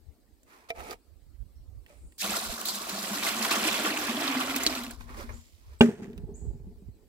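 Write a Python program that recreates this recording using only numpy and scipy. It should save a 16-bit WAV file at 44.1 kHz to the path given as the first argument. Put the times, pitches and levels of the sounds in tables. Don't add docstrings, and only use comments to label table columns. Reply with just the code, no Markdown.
import sys
import numpy as np
from scipy import signal
from scipy.io import wavfile
from scipy.ndimage import uniform_filter1d

SR = 44100
rng = np.random.default_rng(int(sys.argv[2]) if len(sys.argv) > 2 else 0)


def field_ratio(decibels):
    return 10 ** (np.asarray(decibels, dtype=float) / 20)


def dump(signal):
    limited = np.clip(np.atleast_2d(signal).T, -1, 1)
    pcm = np.round(limited * 32767).astype(np.int16)
    wavfile.write(sys.argv[1], SR, pcm)


N = 312228

# pitch_hz [Hz], level_db [dB], t60_s [s to fall 60 dB]
BUCKET_TONES = [(150, -21.5, .2), (184, -14, .1), (232.8, -0.5, 0.29), (335, -17.5, 0.12),
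                (395.5, -6.5, 0.17), (421, -6, 0.17), (548, -11.5, 0.11), (621, -14, 0.13),
                (782, -16, 0.094), (832, -6, 0.05), (1045, -22, 0.055), (1254, -22.5, 0.13),
                (1548, -15.5, .06), (1790, -20, .08), (2390, -11.5, 0.041), (2820, -5, .03),
                (3300, -9, .025), (3800, -15, .03), (4700, -20, .02)]
# start_s [s], peak_db [dB], pitch_hz [Hz], t60_s [s]
BUCKET_BUMPS = [(1.9, -53, 583, .2), (5.0, -50.5, 239, 0.31), (5.05, -51, 235, .3), (5.1, -46, 245, .3),
                (5.15, -47, 230, .4), (5.235, -43, 235, 0.44), (5.35, -47, 235, .2), (6.02, -30, 207, 0.093),
                (6.079, -28.5, 216, 0.051), (6.178, -32, 182, 0.077), (6.234, -30.5, 150, .06),
                (6.315, -39, 167, .08), (6.421, -26, 74.3, 0.06), (6.47, -30, 90, .08),
                (6.544, -30.5, 138, 0.064), (6.667, -39, 191, 0.14), (6.6, -36, 110, .07),
                (6.82, -40, 190, .1), (6.885, -27, 95.4, 0.048)]
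# time_s [s], flow_db [dB]
WATER_FLOW = [(2.17, -41), (2.36, -42), (2.6, -47), (2.8, -46), (3.25, -39.5), (3.5, -37), (3.68, -35.5),
              (4.0, -38), (4.3, -36.5), (4.7, -40), (4.91, -49), (4.97, -62), (5.0, -66)]
# pitch_hz [Hz], level_db [dB per Hz]
SWISH_TONE = [(200, -27), (300, -9), (400, -3), (738, -8), (1030, -1), (1450, -8), (2390, -12), (2940, -30),
              (4840, -120)]


def evened(x):
    return x / np.sqrt(np.mean(x ** 2) + 1e-20)


def read(points, hz):
    f, value = np.transpose(points)
    return np.interp(np.log(hz + 1), np.log(f + 1), value)


def add(mix, s, sound):
    part = mix[..., max(round(s * SR), 0):][..., :sound.shape[-1]]
    part += sound[..., :part.shape[-1]]


def chance():
    return np.random.default_rng(rng.integers(2 ** 31))


def finer(x, count):
    return np.array([np.interp(np.arange(count), np.arange(len(row)) * 44, row) for row in x])


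def wander(count, size):
    x = chance().standard_normal((count, 2)).T
    return evened(uniform_filter1d(uniform_filter1d(x, size=size), size=size))


def resonate(x, hz, width):
    turn = np.exp(2j * np.pi * np.cumsum(hz * np.ones(x.shape[-1])) / SR)
    r = np.exp(-np.pi * width / SR)
    smooth = signal.lfilter([1 - r], [1, -r], x / turn + 1e-18)
    return 2 * (turn * smooth).real


def noise(count, spectrum, size, like=0.94, lag=0., left_db=0., patchy_db=0., flicker_db=0.):
    # pitch_hz [Hz], likeness [0 to 1]
    likeness = [(60, 0.99), (300, 1), (700, 0.81), (1500, 0.46), (4000, 0.28), (10000, 0.18)]
    hop, hz = size // 2, np.fft.rfftfreq(size, 1 / SR)
    a, b, c, d, patches = chance().standard_normal((count // hop + 3, len(hz), 5)).T
    flicker = evened(uniform_filter1d(patches[1], size=2))
    patches = evened(uniform_filter1d(uniform_filter1d(patches, size=5, axis=0), size=3, axis=1))
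    same = np.clip(like * read(likeness, hz), 0, 1)[:, None]
    right = a + 1j * b
    delay = np.exp(-2j * np.pi * hz * lag / SR)[:, None]
    left = same * right * delay + np.sqrt(1 - same ** 2) * (c + 1j * d)
    level_db = read(spectrum, hz)[:, None] + patchy_db * patches + flicker_db * flicker
    z = np.array([left, right]) * field_ratio(level_db)
    x = signal.istft(z, nperseg=size, noverlap=hop, window="cosine")[1][:, :count]
    return evened(x) * field_ratio(np.array([[left_db], [-left_db]]) / 2)


def nearby(x, lag, left_db, wet_db, t60):
    t = np.arange(4096) / SR
    tail = rng.standard_normal((2, len(t))) * field_ratio(-60 * t / t60) * (t > .0005)
    tail = signal.lfilter(*signal.butter(1, 700, "high", fs=SR), tail)
    tail *= field_ratio(wet_db) / np.linalg.norm(tail[0])
    tail[0, round(lag)] += 1
    tail[1, 0] += 1
    sides = field_ratio(np.array([[left_db], [-left_db]]) / 2)
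    return signal.oaconvolve(x[None], tail * sides, axes=1)[:, :len(x)]


def pings(events, t60, fuzz, gain_db):
    out, t = np.zeros(N), np.arange(1200) / SR
    draws = chance().standard_normal((len(events), 2, len(t)))
    for (s, db, hz, snap_db), (grit, blur) in zip(events, draws):
        blurred = resonate(resonate(blur, hz, 1.22 * hz), hz, 1.22 * hz)
        ring = np.sin(2 * np.pi * hz * t) + fuzz * evened(blurred)
        snap = field_ratio(snap_db) * np.diff(grit, prepend=0)
        attack = np.minimum(t * hz * 2, 1)
        add(out, s, field_ratio(db + gain_db - 60 * t / t60) * (ring + snap) * attack)
    return out


def modes(table, rise, blur):
    t = np.arange(SR // 4) / SR
    ring = np.zeros(len(t))
    for hz, db, t60 in table:
        uneven = 1 + blur * wander(len(t), size=150)[0]
        ring += field_ratio(db - 60 * t / t60) * np.sin(2 * np.pi * hz * t) * uneven
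    return ring * np.minimum(t / rise, 1)


def decays(rows, start, count):
    t = start + np.arange(0, count, 44) / SR
    power = np.zeros(len(t))
    for s, db, t60 in rows:
        power += np.clip((t - s) / .004, 0, 1) * field_ratio(2 * db - 120 * np.abs(t - s) / t60)
    return finer([np.sqrt(power)], count)[0]


def stroke(start, peak, t60, bend):
    t = np.arange(0, peak - start + .7 * t60, 1 / SR)
    fade = field_ratio(-60 * np.maximum(t - peak + start, 0) / t60)
    return np.minimum(t / (peak - start), 1) ** bend * fade


def background_air():
    air_tone = [(130, -13), (250, 0), (500, -8.5), (800, -15.5), (1300, -21), (3200, -24.5), (4600, -21),
                (6300, -26.5), (8000, -21.5), (10000, -27.5), (13000, -24), (16000, -25.5)]
    return field_ratio(-67.7) * noise(N, air_tone, size=1024, like=.6, patchy_db=3.0)


def wind():
    # pitch_hz [Hz], level_db [dB per Hz]
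    gust_tone = [(15, -33), (30, -9.5), (55, -1.5), (75, -4.5), (110, -16.5), (170, -28.5), (300, -48.5),
                 (500, -82)]
    # peak_s [s], peak_db [dB], left_minus_right_db [dB], fall_s [s to fall 20 dB]
    gust_times = [(.08, -47, 25, .07), (.33, -64, -23, .2), (.81, -50.5, -15, .09), (.93, -58, 18, .1),
                  (1.14, -52, -29, .08), (1.28, -49, -22, .1), (1.42, -39, -37, .09), (1.61, -47, -6, .15),
                  (1.76, -40, -14, .09), (1.99, -53, -25, .1), (2.06, -47, -2, .09), (2.34, -54, -3, .12),
                  (2.5, -42, -30, .06), (2.9, -66, 0, .2), (3.45, -63, 5, .15), (4.05, -60, -1, .3),
                  (4.7, -52, 16, .25), (5.03, -40, 16, .2), (5.2, -46, -10, .2), (5.34, -41.5, 15, .11),
                  (5.55, -57, -25, .06), (5.72, -51, -3, .18), (6.26, -39.5, -7, .18), (6.5, -34, -14, .1),
                  (6.68, -43, -3, .2), (6.87, -46, -15, .1), (7.02, -57, -15, .1)]
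    calm_db = -76
    t = np.arange(0, N, 44) / SR
    power = field_ratio(2 * calm_db) * np.ones((2, len(t)))
    for s, db, pan_db, fall_s in gust_times:
        share = 1 / (1 + field_ratio(-2 * np.clip(pan_db, -30, 30)))
        power = power + np.outer([share, 1 - share], field_ratio(2 * (db - 20 * np.abs(t - s) / fall_s)))
    thud = noise(N, gust_tone, size=4096, like=.15)
    lumps = wander(N, size=1200)
    return 0, evened(thud * field_ratio(2.0 * lumps)) * field_ratio(6.5) * finer(np.sqrt(power), N)


def bird():
    # start_s [s], level_db [dB], from_hz [Hz], to_hz [Hz]
    chip_calls = [
        (1.544, -79, 5200, 5770),
        (5.322, -59, 6300, 8000),
        (5.785, -58.5, 7600, 9000),
        (6.338, -56, 6260, 8400),
    ]
    out, t = np.zeros(N), np.arange(1100) / 1100
    for s, db, low_hz, high_hz in chip_calls:
        sweep = np.sin(2 * np.pi * np.cumsum(low_hz + (high_hz - low_hz) * t) / SR)
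        add(out, s, field_ratio(db) * sweep * np.sin(np.pi * t) ** .5)
    echo = rng.standard_normal((2, SR // 2)) * field_ratio(-60 * np.arange(SR // 2) / SR / 0.53)
    return signal.oaconvolve(out[None], echo / np.linalg.norm(echo[0]) * 3, axes=1)[:, :N]


def insect():
    # start_s [s], peak_s [s], t60_s [s], level_db [dB]
    flight = (1.78, 2.1, 1.5, -68)
    buzz_tone = [(5500, -30), (7200, -2), (9500, -1), (11000, -30)]
    s, peak, t60, db = flight
    swell = stroke(s, peak, t60, bend=.8)
    return s, field_ratio(db) * swell * noise(len(swell), buzz_tone, size=256, patchy_db=1.5)


def drag(row, hollow, bright, bend):
    s, peak, t60, rub_db, grit_db = row
    push = stroke(s, peak, t60, bend)
    rub = noise(len(push), hollow, size=1024, lag=14, left_db=-3.0, patchy_db=2.5)
    grit = noise(len(push), bright, size=128, lag=10, left_db=-3.5, patchy_db=1.5, flicker_db=2.0)
    return s, field_ratio(rub_db + 1.5) * push * (rub + field_ratio(grit_db + 2.0) * grit)


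def scrapes():
    # start_s [s], peak_s [s], t60_s [s], rub_db [dB], grit_over_rub_db [dB]
    first_shift = (.46, .53, 1.0, -58, -7)
    drag_strokes = [
        (.686, .697, .05, -51, 0),
        (.745, .803, .3, -43, -13),
        (.8, .932, .08, -42.5, -9),
        (1.87, 1.91, .55, -62, -5),
    ]
    # pitch_hz [Hz], level_db [dB per Hz]
    rub_tone = [(88, -42.5), (150, -15.5), (385, -8), (468, 0), (574, -15), (689, 0), (780, -10), (867, -5),
                (1050, -21.5), (1270, -5), (1420, -23), (1930, -19), (2370, -12), (3250, -43), (5500, -120)]
    grit_tone = [(710, -32), (1200, -8), (1310, -1), (1410, -16), (2400, -6.5), (2920, -12.5), (4500, -13),
                 (14200, -20.5), (16000, -28)]
    shift = drag(first_shift, SWISH_TONE, grit_tone, bend=.6)
    return [shift, *(drag(row, rub_tone, grit_tone, bend=.6) for row in drag_strokes)]


def swing_back():
    swing_strokes = [
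        (4.97, 5.01, .3, -55, -4),
        (5.05, 5.1, .5, -51, -10),
        (5.1, 5.2, .35, -44.5, -7),
        (5.287, 5.294, .12, -42, -22),
        (5.2, 5.34, .3, -58, -12),
        (5.2, 5.32, 2.2, -76, 12),
        (5.55, 5.74, .3, -64, -6),
    ]
    # pitch_hz [Hz], level_db [dB per Hz]
    rustle_tone = [(1180, -33), (2000, -6), (2930, -4.5), (5250, -5), (8700, -11), (12000, -11),
                   (16000, -16)]
    return [drag(row, SWISH_TONE, rustle_tone, bend=1.6) for row in swing_strokes]


def handle_ticks():
    # start_s [s], peak_db [dB], pitch_hz [Hz], snap_over_peak_db [dB]
    tick_times = [(0.432, -51, 7570, -10), (0.703, -23, 2300, -17), (0.804, -29, 1260, -11),
                  (0.909, -30, 4700, -8), (0.914, -32, 1250, -14), (0.931, -33, 1200, -10),
                  (1.933, -50, 600, -20), (1.863, -42.5, 2140, -11), (2.122, -50, 2100, -4),
                  (5.009, -31, 1080, -26), (5.092, -42, 1240, -20), (5.145, -34, 1110, -23),
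                  (5.293, -38, 980, -14), (6.03, -48, 2100, -17), (6.051, -44, 1760, -17),
                  (6.068, -50, 1250, -20), (6.131, -49, 2300, -10), (6.178, -41, 2600, -8)]
    # (pitch_hz [Hz], level_db [dB], t60_s [s])
    handle_clack = (.7015, -30, [(462, -6, 0.12), (673, 0, 0.12), (890, -17, .05), (1314, -12, 0.05),
                    (2121, 1, 0.035), (2347, 4, .04), (3138, 0, 0.017), (4032, 1, 0.022),
                    (5340, -5, 0.017)])
    out = pings(tick_times, t60=.014, fuzz=1.0, gain_db=-6)
    s, blow_db, tones = handle_clack
    add(out, s, field_ratio(blow_db) * modes(tones, rise=0.003, blur=0.49))
    return nearby(out, lag=9, left_db=-3, wet_db=-4, t60=.03)


def rattle():
    # start_s [s], level_db [dB], t60_s [s]
    rattle_kicks = [
        (5.809, -21, .07),
        (5.82, -35, .33),
        (5.97, -57, .8),
        (6.02, -52, .25),
        (6.176, -63, .1),
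        (6.35, -74, 1.2),
    ]
    patter_tone = [(530, -39), (900, -7.5), (1370, -9.5), (1570, 1.5), (2020, -11.5), (2500, -9),
                   (4050, -20.5), (7140, -17.5), (8980, -26.5), (16000, -31)]
    s = rattle_kicks[0][0]
    patter = noise(SR, patter_tone, size=128, lag=5.2, left_db=-1.5, flicker_db=2.5)
    return s, decays(rattle_kicks, s, SR) * patter


def rocking():
    # start_s [s], level_db [dB], t60_s [s]
    wobbles = [
        (5.88, -22, .11),
        (5.9, -43, 2.6),
    ]
    s = wobbles[0][0]
    n = N - round(s * SR)
    again = [(at, db - 16, .25) for at, db, hz, _ in BUCKET_BUMPS if at > s and hz > 160]
    spectrum = [(100, 1.5), (330, 3.5), (450, 0), (600, -13), (900, -16), (1300, -31)]  # (Hz, dB per Hz)
    shake = noise(n, spectrum, size=512, flicker_db=4.0)
    low = BUCKET_TONES[:10] + [(685, -4, .2)]
    ring = sum(field_ratio(0.6 * db) * resonate(shake, hz, 33) for hz, db, t60 in low)
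    return s, field_ratio(3.0) * decays(wobbles + again, s, n) * evened(ring) * signal.windows.tukey(n, .03)


def knock():
    # [extra decay rate, in tens per s]
    landing = (5.8082, -7, 5.892, 22)
    s, db, settle, damping = landing
    ring = modes(BUCKET_TONES, rise=.0007, blur=.15)
    since_flat = np.maximum(np.arange(len(ring)) / SR - settle + s, 0)
    return s, field_ratio(db) * ring * np.exp(-damping * 10 * since_flat)


def bucket_blows():
    body = np.zeros(N)
    for s, db, hz, t60 in BUCKET_BUMPS:
        add(body, s, modes([(hz, db, t60)], rise=0.0029, blur=0.23))
    add(body, *knock())
    body = signal.lfilter(*signal.butter(2, 60, "high", fs=SR), body)
    return nearby(body, lag=6, left_db=-2.0, wet_db=-5.0, t60=0.033)


def slaps_and_drips():
    # start_s [s], peak_db [dB], pitch_hz [Hz], snap_over_peak_db [dB]
    slap_times = [(2.1823, -41, 7800, 4), (2.243, -28, 4450, -9), (2.613, -27, 7950, -4),
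                  (2.655, -25, 4000, 4), (2.6848, -20.5, 7430, -12), (2.8939, -27, 4070, -2),
                  (3.2269, -20.5, 2390, -13), (3.272, -20, 2980, -11), (3.4486, -19, 2300, -17),
                  (3.5158, -15, 1110, -16), (3.6386, -18, 2440, -11), (3.7426, -17, 2740, -19),
                  (3.8514, -23, 2390, -17), (3.9726, -18.5, 2440, -18), (4.2778, -16, 3700, -22),
                  (4.4971, -23, 2570, -17), (4.562, -17, 2500, 2), (4.6345, -18, 7380, -8),
                  (4.6644, -5, 4350, -25), (4.6727, -14.5, 3940, -21)]
    drip_times = [
        (4.7256, -25, 2380, -19),
        (4.7514, -21, 4100, -21),
        (4.774, -23, 2600, -17),
        (4.8354, -31, 3990, -1),
        (4.8653, -29, 2630, -16),
        (4.9095, -30.5, 7540, -11),
    ]
    drops = pings(slap_times + drip_times, t60=.014, fuzz=.7, gain_db=-5)
    return nearby(drops, lag=3, left_db=-1.5, wet_db=-5, t60=.028)


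def bubbles(count, spectrum, low_hz, high_hz, per_s, cycles, spread_db):
    big, when, kind = chance().random((count, 3)).T
    size = field_ratio(-spread_db * np.log(big + .007)) * (when < per_s / SR)
    out, pitches = np.zeros(count), np.geomspace(low_hz, high_hz, 8)
    for k, hz in enumerate(pitches):
        u = np.arange(round(3 * cycles * SR / hz)) * hz / SR
        ping = np.sin(2 * np.pi * u * (1 + .008 * u)) * np.exp(-2.3 * u / cycles) * np.minimum(u, 1)
        chosen = size * (np.floor(kind * len(pitches)) == k)
        out += field_ratio(read(spectrum, hz)) * hz * signal.oaconvolve(chosen, ping)[:count]
    return evened(nearby(out, lag=4, left_db=-1.5, wet_db=0.5, t60=0.061))


def thumps(start, count):
    # start_s [s], peak_db [dB], pitch_hz [Hz], t60_s [s]
    water_lumps = [(2.233, -34, 202, 0.14), (2.282, -33, 205, 0.14), (2.323, -37, 205, 0.14),
                   (2.421, -40, 226, 0.14), (2.519, -38, 229, 0.14), (2.621, -44, 215, 0.14),
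                   (2.724, -40, 207, 0.14), (2.759, -38, 210, 0.14), (2.815, -48, 237, 0.14),
                   (2.922, -33, 199, 0.14), (2.979, -36, 207, 0.14), (3.022, -39, 194, 0.14),
                   (3.105, -28, 207, 0.14), (3.153, -34, 285, 0.14), (3.189, -38, 205, 0.14),
                   (3.253, -37, 215, 0.14), (3.312, -34, 213, 0.14), (3.359, -34, 226, 0.14),
                   (3.399, -28, 221, 0.14), (3.502, -33, 310, 0.14), (3.565, -29, 221, 0.14),
                   (3.618, -31, 213, 0.14), (3.649, -29, 310, 0.14), (3.701, -32, 218, 0.14),
                   (3.79, -32, 221, 0.14), (3.832, -27, 310, 0.14), (3.869, -31, 215, 0.14),
                   (3.9, -28, 304, 0.14), (3.973, -32, 301, 0.14), (4.082, -24, 231, 0.14),
                   (4.137, -29, 229, 0.14), (4.161, -27, 283, 0.14), (4.235, -26, 285, 0.14),
                   (4.254, -25, 283, 0.14), (4.289, -28, 272, 0.14), (4.324, -29, 272, 0.14),
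                   (4.357, -21, 256, 0.14), (4.428, -31, 253, 0.14), (4.486, -31, 266, 0.14),
                   (4.534, -29, 266, 0.14), (4.551, -26, 261, 0.14), (4.595, -31, 264, 0.14),
                   (4.665, -28, 301, 0.14), (4.699, -32, 261, 0.14), (4.763, -34, 248, 0.14),
                   (4.799, -33, 234, 0.14), (4.834, -40, 266, 0.14), (4.866, -33, 237, 0.14)]
    out, t = np.zeros(count), np.arange(8000) / SR
    rise = np.minimum(t / .016, 1) ** 1.5
    for s, db, hz, t60 in water_lumps:
        add(out, s - start, field_ratio(db + 5 - 60 * t / t60) * np.sin(2 * np.pi * hz * t) * rise)
    return out


def levels(start, count):
    # start_s [s], swell_db [dB], fade_s [s], extra_spray_db [dB]
    gulp_times = [(2.21, 5, .05, 0), (2.29, 5, .06, -1), (2.35, 3, .05, 3), (2.5, 5, .04, 0),
                  (2.653, 3, .09, 7), (2.735, 3, .04, 3), (2.885, 4, .04, 0), (2.968, 2, .04, 0),
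                  (3.024, 2, .05, 1), (3.105, 3, .03, 0), (3.228, 5, .04, 2), (3.262, 5, .06, 0),
                  (3.383, 2, .03, 0), (3.42, 2, .03, 4), (3.445, 8, .015, -1), (3.505, 9, .04, 1),
                  (3.55, 4, .03, 1), (3.638, 6, .06, 1), (3.716, 3, .03, 0), (3.743, 4, .03, 0),
                  (3.845, 7, .04, -4), (3.973, 3, .04, 1), (4.065, 3, .04, -1), (4.15, 2, .03, 1),
                  (4.235, 4, .05, 0), (4.279, 4, .03, -1), (4.2, 3, .03, 0), (4.345, 4, .03, -2),
                  (4.4, 5, .04, 1), (4.49, 4, .03, 1), (4.558, 5, .02, 6), (4.6, 4, .03, 1),
                  (4.633, 2, .02, 6), (4.662, 4, .025, 0), (4.7, 2, .02, 2), (4.72, 3, .02, 0),
                  (4.75, 4, .02, 2), (4.775, 5, .03, 0), (4.835, 3, .03, 0), (4.905, 3, .02, 2)]
    arrive_s = [.045, .02, .008, .04]
    follow_flow = [1.0, 1.4, .9, .8]
    empty_level_db = [-37.5, -39, -34, -51]
    full_level_db = [-39.5, -41, -41.5, -46]
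    gulp_part = [.75, 1.0, .8, .1]
    full_s, fill_bend = 4.3, 1.6
    t = start + np.arange(0, count, 44) / SR
    flow_db = np.interp(t, *np.transpose(WATER_FLOW)) + 40
    fill = np.minimum((t - start) / (full_s - start), 1) ** fill_bend
    s, swell_db, fade, spray_db = np.transpose(gulp_times)[..., None]
    shape = np.clip((t - s) / .006, 0, 1) * np.exp(-((t - s) / fade) ** 2)
    layers = np.array([arrive_s, follow_flow, empty_level_db, full_level_db, gulp_part])
    arrive, follow, empty_db, full_db, share = layers[..., None]
    gulp_db = share * (swell_db * shape).sum(0) + np.outer([0, 0, 1, 0], (spray_db * shape).sum(0))
    rise = np.clip((t - start - arrive) / .03, 0, 1)
    level_db = empty_db + (full_db - empty_db) * fill + follow * flow_db + gulp_db
    return finer(rise * field_ratio(level_db), count)


def pour():
    # pitch_hz [Hz], level_db [dB per Hz]
    gurgle_tone = [(220, -29), (380, 5.5), (409, -5.5), (517, -10), (677, 0), (893, -7), (1070, 0),
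                   (1360, -5.5), (1470, -2), (1650, -14), (2140, -38.5), (3630, -120)]
    slap_tone = [(1000, -32), (1700, -3.5), (1860, -1.5), (2140, -6.5), (2330, -0.5), (3500, -5.5),
                 (4550, -35.5), (7700, -120)]
    spray_tone = [(2120, -33), (3600, -5.5), (3760, -2.5), (4080, -3), (6350, -7), (7660, -5.5),
                  (8950, -12), (11500, -7), (15100, -12), (16000, -22.5)]
    # time_s [s], pitch_hz [Hz]
    boom_pitch = [
        (2.17, 201),
        (3.3, 223),
        (3.8, 250),
        (4.25, 274),
        (5.0, 244),
    ]
    s = WATER_FLOW[0][0]
    n = round((WATER_FLOW[-1][0] - s) * SR)
    gurgling, slapping, spraying, booming = levels(s, n)
    gurgle = noise(n, gurgle_tone, size=512, lag=5.4, left_db=-1.5, patchy_db=2.5, flicker_db=0.5)
    gurgle = gurgle + field_ratio(-2) * bubbles(n, gurgle_tone, 450, 1500, per_s=250, cycles=8.9, spread_db=3.0)
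    slap = noise(n, slap_tone, size=256, lag=4, left_db=-5.0, patchy_db=3.0, flicker_db=0.5)
    slap = slap + field_ratio(-1.5) * bubbles(n, slap_tone, 1735, 3400, per_s=330, cycles=9, spread_db=4.0)
    spray = noise(n, spray_tone, size=128, lag=1.62, left_db=-.8, patchy_db=2.5, flicker_db=1.87)
    spray = spray + field_ratio(-6.5) * bubbles(n, spray_tone, 3600, 8500, per_s=280, cycles=7.1, spread_db=3.5)
    drum = noise(n, [(60, -25), (120, 0), (400, 1), (700, -32.5)], size=2048)
    boom_hz = np.interp(s + np.arange(n) / SR, *np.transpose(boom_pitch))
    boom = evened(resonate(resonate(drum, boom_hz, 68), boom_hz, 71) + 0.3 * drum)
    surge = field_ratio(.7 * wander(n, size=900)[0])
    water = gurgling * evened(gurgle * surge) + slapping * evened(slap * surge)
    water += spraying * evened(spray * surge) + booming * boom
    water += thumps(s, n)
    return s, water * signal.windows.tukey(n, .008)


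def scene():
    mix = background_air() + bird()
    for part in (wind(), insect(), *scrapes(), *swing_back(), rattle(), rocking(), pour()):
        add(mix, *part)
    return mix + handle_ticks() + bucket_blows() + slaps_and_drips()


def roll_off(x):
    return signal.sosfilt(signal.butter(12, 17000, fs=SR, output="sos"), x)


def record(dry):
    low_pass = signal.firwin(511, 15900, window=("kaiser", 8), fs=SR)
    limited = signal.oaconvolve(dry, low_pass[None], "same", axes=1)
    return roll_off(np.clip(limited, -.99, .99))


dry = scene()
out = record(dry)
dump(out)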